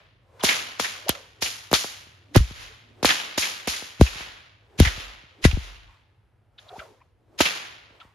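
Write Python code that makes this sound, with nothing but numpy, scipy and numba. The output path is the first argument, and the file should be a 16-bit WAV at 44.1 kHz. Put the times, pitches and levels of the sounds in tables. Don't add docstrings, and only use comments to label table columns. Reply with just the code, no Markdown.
import sys
import numpy as np
from scipy import signal
from scipy.fft import rfft, irfft, next_fast_len
from scipy.io import wavfile
from numba import njit

SR = 44100
rng = np.random.default_rng(int(sys.argv[2]) if len(sys.argv) > 2 else 0)


def materialize(psi):
    bounded = np.clip(np.atleast_2d(psi).T, -1, 1)
    quanta = np.round(bounded * 32767).astype(np.int16)
    wavfile.write(sys.argv[1], SR, quanta)


N = 358974

# time in seconds,
# pulse height in dB before the rebound, width at half height in ms, sign (1 or -1), left-right
# difference in dB before the width lessens it, rebound as a share of the pulse's area (0 to 1),
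# bright front in dB (relative).
CRACKS = [(0.4372, -3.5, 0.37, 1, -4, 1, -19), (0.442, -10.5, 0.45, 1, -4, 0.75, -26.5),
          (0.445, -15, 0.31, 1, -9, 1, -24), (0.798, -3.5, 0.18, 1, 4.5, 0.95, -36),
          (0.802, -18.5, 0.54, 1, 1, 1, -31), (1.093, -4.5, 0.42, -1, -6, 0.86, -11.5),
          (1.4233, -12, 0.21, 1, -5.5, 0.36, -28), (1.7144, -12.5, 0.48, -1, 0.5, 0.7, -37),
          (1.73, 2, 0.36, -1, 1.8, 0.98, -16.5), (1.844, -15.5, 0.3, 1, 6, 1, -56),
          (3.8232, -24.5, 0.39, -1, 4, 1, -61), (2.3629, 5, 1.06, 1, 3, 0.2, -19),
          (3.0291, -7, 0.41, -1, 3, 0.9, -35), (3.0471, 3, 0.29, -1, -5, 1, -25.5),
          (3.0509, -9.5, 0.59, -1, 2, 0.8, -20), (3.3778, -11, 0.48, 1, 1.5, 1, -29),
          (3.3811, -8, 0.25, 1, 1, 0.9, -63), (3.675, -11.5, 0.54, -1, -2, 1, -26),
          (3.6791, -11.5, 0.2, -1, -1, 0, -46), (4.0117, 8, 0.79, 1, 2, 0, -27),
          (4.8017, 5.5, 1.15, 1, 3, 1, -16), (5.4512, 5, 1.05, 1, 4, 1, -26.5),
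          (7.405, 1.1, 0.38, -1, -3.5, 0.96, -25), (7.4083, -2.5, 0.33, -1, -9, 0.97, -19.5)]


def from_db(db):
    return 10 ** (np.asarray(db) / 20)


def rms_one(x):
    return x / np.sqrt(np.mean(x ** 2) + 1e-20)


def panned(x, pan_db):
    return np.array([x * from_db(pan_db / 2), x * from_db(-pan_db / 2)])


def two_ports(mid, side):
    return np.array([mid + side, mid - side])


def coloured(spectrum, grain=1.):
    size = next_fast_len(N)
    hz = np.maximum(np.arange(size // 2 + 1) * SR / size, 1)
    point_hz, point_db = np.array(spectrum).T
    gain = from_db(np.interp(np.log(hz), np.log(point_hz), point_db))
    white = rng.standard_normal(N) * grain
    return rms_one(irfft(rfft(white, size) * gain, size)[:N])


def flicker(rate_hz):
    r = np.exp(-2 * np.pi * rate_hz / SR)
    white = rng.standard_normal(N + SR)
    return rms_one(signal.lfilter([1], [1, -2 * r, r * r], white)[SR:])


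@njit
def sweep(x, hz, width, rate):
    out = np.zeros_like(x)
    for i in range(2, len(x)):
        r = np.exp(-np.pi * width * hz[i] / rate)
        drive = np.sqrt((1 - r * r) / 2) * (x[i] - x[i - 2])
        out[i] = drive + 2 * r * np.cos(2 * np.pi * hz[i] / rate) * out[i - 1] - r * r * out[i - 2]
    return out


def swells(s, level_db, rise_s, fall_db_per_s):
    t = np.arange(0, N / SR + .002, .001)
    after = t - np.asarray(s)[:, None]
    rise = np.clip(1 + after / np.maximum(rise_s, 1e-3)[..., None], 0, 1) ** 2
    fall_db = fall_db_per_s * np.maximum(after, 0)
    gain = rise * from_db(np.asarray(level_db)[:, None] - fall_db)
    total = np.sqrt((gain ** 2).sum(axis=0))
    return np.interp(np.arange(N) / SR, t, total)


def port_noise():
    # frequency in Hz, relative level in dB.
    mid_colour = [(88, -57), (150, -16), (528, -10.5), (606, -10.5), (916, -9), (3160, -1.5), (7220, -7),
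                  (7810, -35.5), (8290, -79), (9150, -14), (11400, -14), (13300, -23), (14400, -57.5),
                  (16500, -90)]
    # frequency in Hz, relative level in dB.
    side_colour = [(88, -52), (150, -25.5), (560, -12), (643, -7.5), (1690, -3.5), (2760, -4), (6050, -7),
                   (7810, -7.5), (10300, -13.5), (11400, -75), (12800, -25), (14700, -16.5), (15600, -27.5),
                   (16500, -46)]
    side_db = -2
    grain_db, grain_hz = 1.5, 300
    treble_from_hz, treble_lift_db = 3750, 13.5
    grain = from_db(grain_db * flicker(grain_hz))
    mid = coloured(mid_colour, grain)
    side = from_db(side_db) * coloured(side_colour, grain)
    ports = two_ports(mid, side)
    lowpass = signal.butter(2, treble_from_hz, fs=SR, output="sos")
    body = signal.sosfiltfilt(lowpass, ports)
    return body, from_db(treble_lift_db) * (ports - body)


def hum(level_db=-68.5, side_db=-8):
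    # frequency in Hz, relative level in dB.
    hum_colour = [(15, -44), (25, -20), (43, -4), (76, -17), (108, -4), (161, -25), (335, -18),
                  (575, -22.5), (641, -25), (2760, -37), (7920, -60), (10400, -46.5), (16000, -65.5)]
    mid = coloured(hum_colour)
    side = from_db(side_db) * coloured(hum_colour)
    return from_db(level_db) * two_ports(mid, side)


def wandering_hum(centre_hz=101.8, width=0.2):
    # time in seconds, level in dB.
    hum_levels = [(0, -66), (.5, -62.5), (1.7, -67), (2.0, -62), (3.0, -63), (3.3, -70.5), (4.1, -67),
                  (4.5, -65), (5.3, -71.5), (6.0, -68.5), (8.14, -71.5)]
    s, points_db = np.transpose(hum_levels)
    level_db = np.interp(np.arange(N) / SR, s, points_db)
    band = sweep(flicker(420), np.full(N, centre_hz), width, float(SR))
    return from_db(level_db) * rms_one(band)


def rumble(centre_hz=44.4, width=0.09, side_db=-9, edge_s=.02):
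    # time in seconds, first roll in dB, long roll in dB.
    rolls = [(2.44, -31.5, -44.5), (4.08, -63, -48), (4.87, -43.5, -38.5), (5.59, -46, -40)]
    first_fall_db_per_s, long_fall_db_per_s, roll_s = 192, 54, 0.33
    s, first_db, long_db = np.transpose(rolls)
    t = np.arange(N) / SR
    lasting = sum(np.clip((at + roll_s - t) / edge_s, 0, 1) * (t > at - .1) for at in s)
    first = swells(s, first_db, edge_s, first_fall_db_per_s)
    long = swells(s, long_db, edge_s, long_fall_db_per_s)
    level = lasting * np.hypot(first, long)
    centre = np.full(N, centre_hz)
    mid, side = (rms_one(sweep(flicker(76), centre, width, float(SR))) for _ in range(2))
    return level * two_ports(mid, from_db(side_db) * side)


def hiss_swells():
    # time of the top in seconds, level in dB, rise in seconds, treble in dB relative to that level.
    hiss_tops = [(0.0, -55, .01, -43), (0.447, -23, 0.026, -10), (0.52, -34, 0.067, -22),
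                 (0.8, -29, 0.015, -11), (1.1, -43, .02, -12.5), (1.425, -32.5, 0.02, -6),
                 (1.753, -32.5, 0.04, -4.5), (1.798, -39, 0.098, -9.5), (2.354, -37, 0.022, -12),
                 (2.63, -42, 0.39, -19.5), (3.055, -21.5, 0.018, -12.5), (3.381, -31, 0.01, -3.5),
                 (3.471, -33, 0.25, -29), (3.681, -30.5, .008, -7.5), (4.015, -34, 0.024, -10.5),
                 (4.2, -35.5, 0.29, -21.5), (4.8, -26, 0.027, -15.5), (5.0, -38.5, 0.095, -20.5),
                 (5.444, -33, 0.034, -16.5), (5.647, -44, 0.14, -19.5), (6.6, -59, 0.019, -16.5),
                 (6.78, -59.5, .1, -9), (7.41, -24, 0.036, -14.5), (7.55, -39.5, .1, -19.5)]
    fall_db_per_s, air_db_per_s = 62.5, 46.5
    s, level_db, rise_s, treble_db = np.transpose(hiss_tops)
    body, treble = port_noise()
    body_level = swells(s, level_db, rise_s, fall_db_per_s)
    treble_level = swells(s, level_db + treble_db, rise_s, fall_db_per_s + air_db_per_s)
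    return body_level * body + treble_level * treble


def noise_bursts(colour_db=-2.0, width=0.25, rise_s=0.0024):
    # start in seconds, level in dB before the burst offset below, time to fade by 60 dB in seconds,
    # left-right difference in dB, strongest frequency in Hz.
    bursts = [(0.3944, -34, 0.24, 3, 1260), (0.4334, -17.5, 0.015, 7.5, 1290),
              (0.4484, -14, 0.04, 12, 4460), (0.4854, -8.5, 0.24, -1.5, 2030), (0.589, -20, 0.056, 6, 2780),
              (0.7964, -14.5, 0.024, 17, 1530), (0.8435, -12.5, 0.091, 0.5, 1760),
              (1.0821, -9, 0.026, 3, 5070), (1.0902, -9.5, 0.072, 1, 3280), (1.149, -22, 0.043, -5, 1190),
              (1.422, -9, 0.053, 2.5, 5300), (1.4574, -16, 0.093, 2.5, 2720),
              (1.713, -19.5, 0.069, 3.5, 1660), (1.732, -13, 0.083, -7, 1260),
              (1.737, -5, 0.048, 10.5, 4530), (1.7464, -12.5, 0.13, 1.5, 4620), (1.843, -28, 0.068, 0, 560),
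              (2.346, -17, 0.11, -8, 1890), (2.3605, -4.5, 0.035, 5, 5520), (2.3714, -15, 0.067, -4, 1300),
              (3.028, -16.5, 0.084, 1, 5670), (3.05, -17, 0.067, -9, 1200), (3.054, -5, 0.025, 10, 4450),
              (3.0875, -6.5, 0.14, -1, 1880), (3.103, -4.5, 0.045, -0.5, 2880),
              (3.199, -15.5, 0.029, 13, 2930), (3.3764, -13.5, 0.072, -1, 5120),
              (3.4226, -13.5, 0.19, 1.5, 2240), (3.672, -13.5, 0.047, 0, 2090),
              (3.7344, -14, 0.053, -1, 2180), (4.0098, -4.5, 0.022, 7.5, 1330),
              (4.062, -17.5, 0.1, 1, 2570), (4.2044, -26, 0.1, 4, 1970), (4.787, -25, 0.057, 0, 2400),
              (4.799, 0, 0.021, 1.5, 2390), (4.8486, -9, 0.1, 0, 1900), (4.8715, -12.5, 0.054, -10.5, 1920),
              (5.4398, -8.5, 0.069, -6, 2020), (5.448, -12, 0.074, 13.5, 1880),
              (5.511, -17, 0.024, -20.5, 2678), (6.58, -40.5, 0.083, -1, 3500),
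              (6.79, -25.5, 0.063, 2, 2200), (7.387, -16.5, 0.11, 1, 6030), (7.4023, -11.5, 0.064, 2, 1210),
              (7.4076, -5, 0.051, 0.5, 2480), (7.453, -8, 0.14, -0.5, 2370), (8.0, -37, 0.11, 2, 3000)]
    burst_offset_db = -10
    brightest_db, dulling_db_per_s, dullest_db = -12.5, 220, -39
    out, t = np.zeros((2, N)), np.arange(SR // 8) / SR
    body, treble = port_noise()
    for s, peak_db, t60, pan_db, hz in bursts:
        distance_s = min(abs(s - crack[0]) for crack in CRACKS)
        treble_db = max(brightest_db - dulling_db_per_s * distance_s, dullest_db)
        start = round(s * SR)
        part = slice(start, start + len(t))
        centre = np.full(len(t), float(hz))
        band = np.array([sweep(port, centre, width, float(SR)) for port in body[:, part]])
        favoured = from_db(colour_db) * rms_one(band)
        colour = body[:, part] + favoured + from_db(treble_db) * treble[:, part]
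        shape = (1 - np.exp(-t / rise_s)) * from_db(peak_db + burst_offset_db - 60 * t / t60)
        out[:, part] += panned(shape, pan_db) * colour
    return out


def whistles(width=0.17):
    # start in seconds, level in dB, starting pitch in Hz, glide in octaves per second.
    calls = [(.335, -54, 465, 2), (0.392, -46, 1080, -3), (0.401, -38, 4340, -32), (0.41, -42, 560, 42),
             (1.049, -37.5, 301, 45), (2.3, -49, 223, 17), (2.69, -57, 398, 6), (5.37, -53, 230, 15.5),
             (5.88, -54, 1050, 0), (6.577, -46, 3770, -5.5), (6.581, -54, 1610, -3), (6.623, -69, 557, 10),
             (6.68, -46.5, 3900, -6.5), (6.689, -52, 1260, 5), (6.695, -47, 724, 0), (6.705, -48, 428, 1),
             (6.72, -41, 700, 1), (6.74, -50, 430, -1), (6.75, -42, 830, 3.5), (6.786, -39.5, 1850, -25),
             (6.796, -52, 3020, -3), (6.803, -46, 620, 3), (6.81, -45, 1345, -1), (6.83, -52.5, 640, 2),
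             (6.889, -57, 407, -13), (6.995, -66.5, 1560, 17), (7.002, -58, 903, 9.5),
             (7.007, -62.5, 2420, -5.5), (8.001, -51, 3410, -3), (8.005, -49.5, 1340, 1)]
    base_s, cycles = .021, 9.5
    out, t = np.zeros(N), np.arange(SR // 10) / SR
    for s, level_db, hz, glide in calls:
        length = base_s + cycles / hz
        pitch = hz * 2. ** (glide * np.minimum(t, length))
        once = sweep(rng.standard_normal(len(t)), pitch, width, float(SR))
        tone = rms_one(sweep(once, pitch, width, float(SR)))
        shape = np.sin(np.pi * np.minimum(t / length, 1)) ** 2
        out[round(s * SR):][:len(t)] += tone * from_db(level_db) * shape
    return out


def swish(width=0.28, side_gain=.4):
    # time of the peak in seconds, level in dB, centre in Hz.
    strokes = [(0.0, -59.5, 610), (0.39, -51.5, 510), (1.13, -44, 576), (1.4, -57.5, 400), (1.9, -71, 620),
               (2.24, -62, 302), (2.33, -55, 265), (2.9, -57, 240), (3.01, -51, 380), (4.3, -57.5, 890),
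               (4.77, -53, 380), (5.1, -56.5, 1000), (5.42, -54.5, 291), (5.93, -60.5, 998),
               (6.72, -50, 600), (6.819, -45.5, 634), (6.91, -55, 400), (7.05, -68.5, 599),
               (7.23, -66, 281.4), (7.36, -55.5, 347), (7.6, -61.5, 983), (7.96, -57, 419),
               (8.03, -54.5, 944)]
    # multiple of the centre, level in dB.
    thong_parts = [(1, -3.5), (1.9, -8.5), (3.802, -22.5)]
    rise_db_per_s, fall_db_per_s, idle_db = 114.5, 108, -75
    s, top_db, centre_hz = np.transpose(strokes)
    t = np.arange(N) / SR
    hz = np.interp(t, s, centre_hz)
    level_db = np.full(N, float(idle_db))
    for at, db in zip(s, top_db):
        drop_db = np.maximum(rise_db_per_s * (at - t), fall_db_per_s * (t - at))
        level_db = np.maximum(level_db, db - drop_db)
    mid, side = np.zeros((2, N))
    for multiple, part_db in thong_parts:
        for total in (mid, side):
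            band = sweep(rng.standard_normal(N), hz * multiple, width, float(SR))
            total += from_db(part_db) * band
    return from_db(level_db) * two_ports(mid, side_gain * side)


def shocks(rebound_widths=8.3, front_s=0.00027):
    # time in seconds, pulse height in dB before the
    # rebound, width at half height in ms, sign (1 or -1), left-right difference in dB before the width
    thumps = [(2.0684, -42.6, 0.7, 1, 8), (2.3517, -11, 0.69, 1, 4.5), (2.3585, -2, 0.33, -1, -17.5),
              (2.3708, -3, 4, 1, 8), (2.3864, -0.5, 12, -1, -3), (2.4028, -12, 3.8, -1, 3.5),
              (2.4288, -20, 8, 1, 0), (2.5084, -27.5, 1.35, -1, 5), (3.996, -14, 2.6, 1, 5),
              (4.1555, -34, 1.5, -1, -0.5), (4.206, -28, 0.47, -1, -3), (4.7876, -13.5, 2.7, 1, -1),
              (4.8052, -6.5, 3.6, 1, -1.5), (4.8199, -5.5, 2.9, -1, 5), (4.861, -13.5, 4.2, 1, 6.5),
              (4.9756, -29.5, 1.8, -1, 3), (5.235, -42, 1.06, 1, 1), (5.44, -6.5, 10.5, -1, 9),
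              (5.4756, -7.5, 8.1, 1, 0.5), (5.5277, -11.5, 5.2, 1, 16), (5.543, -8.5, 12.7, -1, -5),
              (5.5709, -15.5, 1.4, -1, 6), (6.7798, -32, 0.79, -1, 3), (7.712, -49, 1.84, 1, 0),
              (7.906, -42, 0.62, 1, 0), (8.049, -41.5, 0.77, 1, 2)]
    thump_rebound = .12
    half = 2000
    out, t = np.zeros((2, N)), np.arange(-half, half) / SR
    bright = signal.butter(2, [7000, 13500], "band", fs=SR, output="sos")
    rows = CRACKS + [(*row, thump_rebound, -np.inf) for row in thumps]
    for s, peak_db, width_ms, polarity, pan_db, rebound, front_db in rows:
        at = round(s * SR)
        x = np.abs(t + at / SR - s) / (width_ms / 2000)
        pulse = 2. ** -x ** 1.38
        dip = 2. ** -(x / rebound_widths) ** 2 * np.hanning(len(t))
        pulse = pulse - np.clip(rebound, 0, 1) * dip * pulse.sum() / dip.sum()
        pulse = np.sign(polarity) * from_db(peak_db) * pulse
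        side_db = pan_db / (1 + width_ms / 3)
        hiss = 4 * signal.sosfilt(bright, rng.standard_normal((2, len(t))))
        front = from_db(front_db) * np.exp(-np.abs(t) / front_s) * hiss
        out[:, at - half:at + half] += panned(pulse, side_db) + front
    return out


def scene():
    background = hum() + wandering_hum() + rumble()
    noises = hiss_swells() + noise_bursts()
    return background + noises + whistles() + swish() + shocks()


def record(dry):
    crossovers_hz = [82, 244, 508]
    bass_cut_hz, bass_cut_q, phase_turn_hz = 64, 2.5, 104
    ceiling, top_cut_hz = .93, 16600
    w = 2 * np.pi * bass_cut_hz
    x = signal.lfilter(*signal.bilinear([1, 0, 0], [1, w / bass_cut_q, w * w], SR), dry)
    w = 2 * np.pi * phase_turn_hz
    x = signal.lfilter(*signal.bilinear([1, -w], [1, w], SR), x)
    for hz in crossovers_hz:
        poles = signal.butter(2, hz, fs=SR)[1]
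        x = signal.lfilter(poles[::-1], poles, x)
    x = x / (1 + (x / ceiling) ** 6) ** (1 / 6)
    return signal.sosfilt(signal.cheby2(12, 70, top_cut_hz, fs=SR, output="sos"), x)


dry = scene()
out = record(dry)
materialize(out)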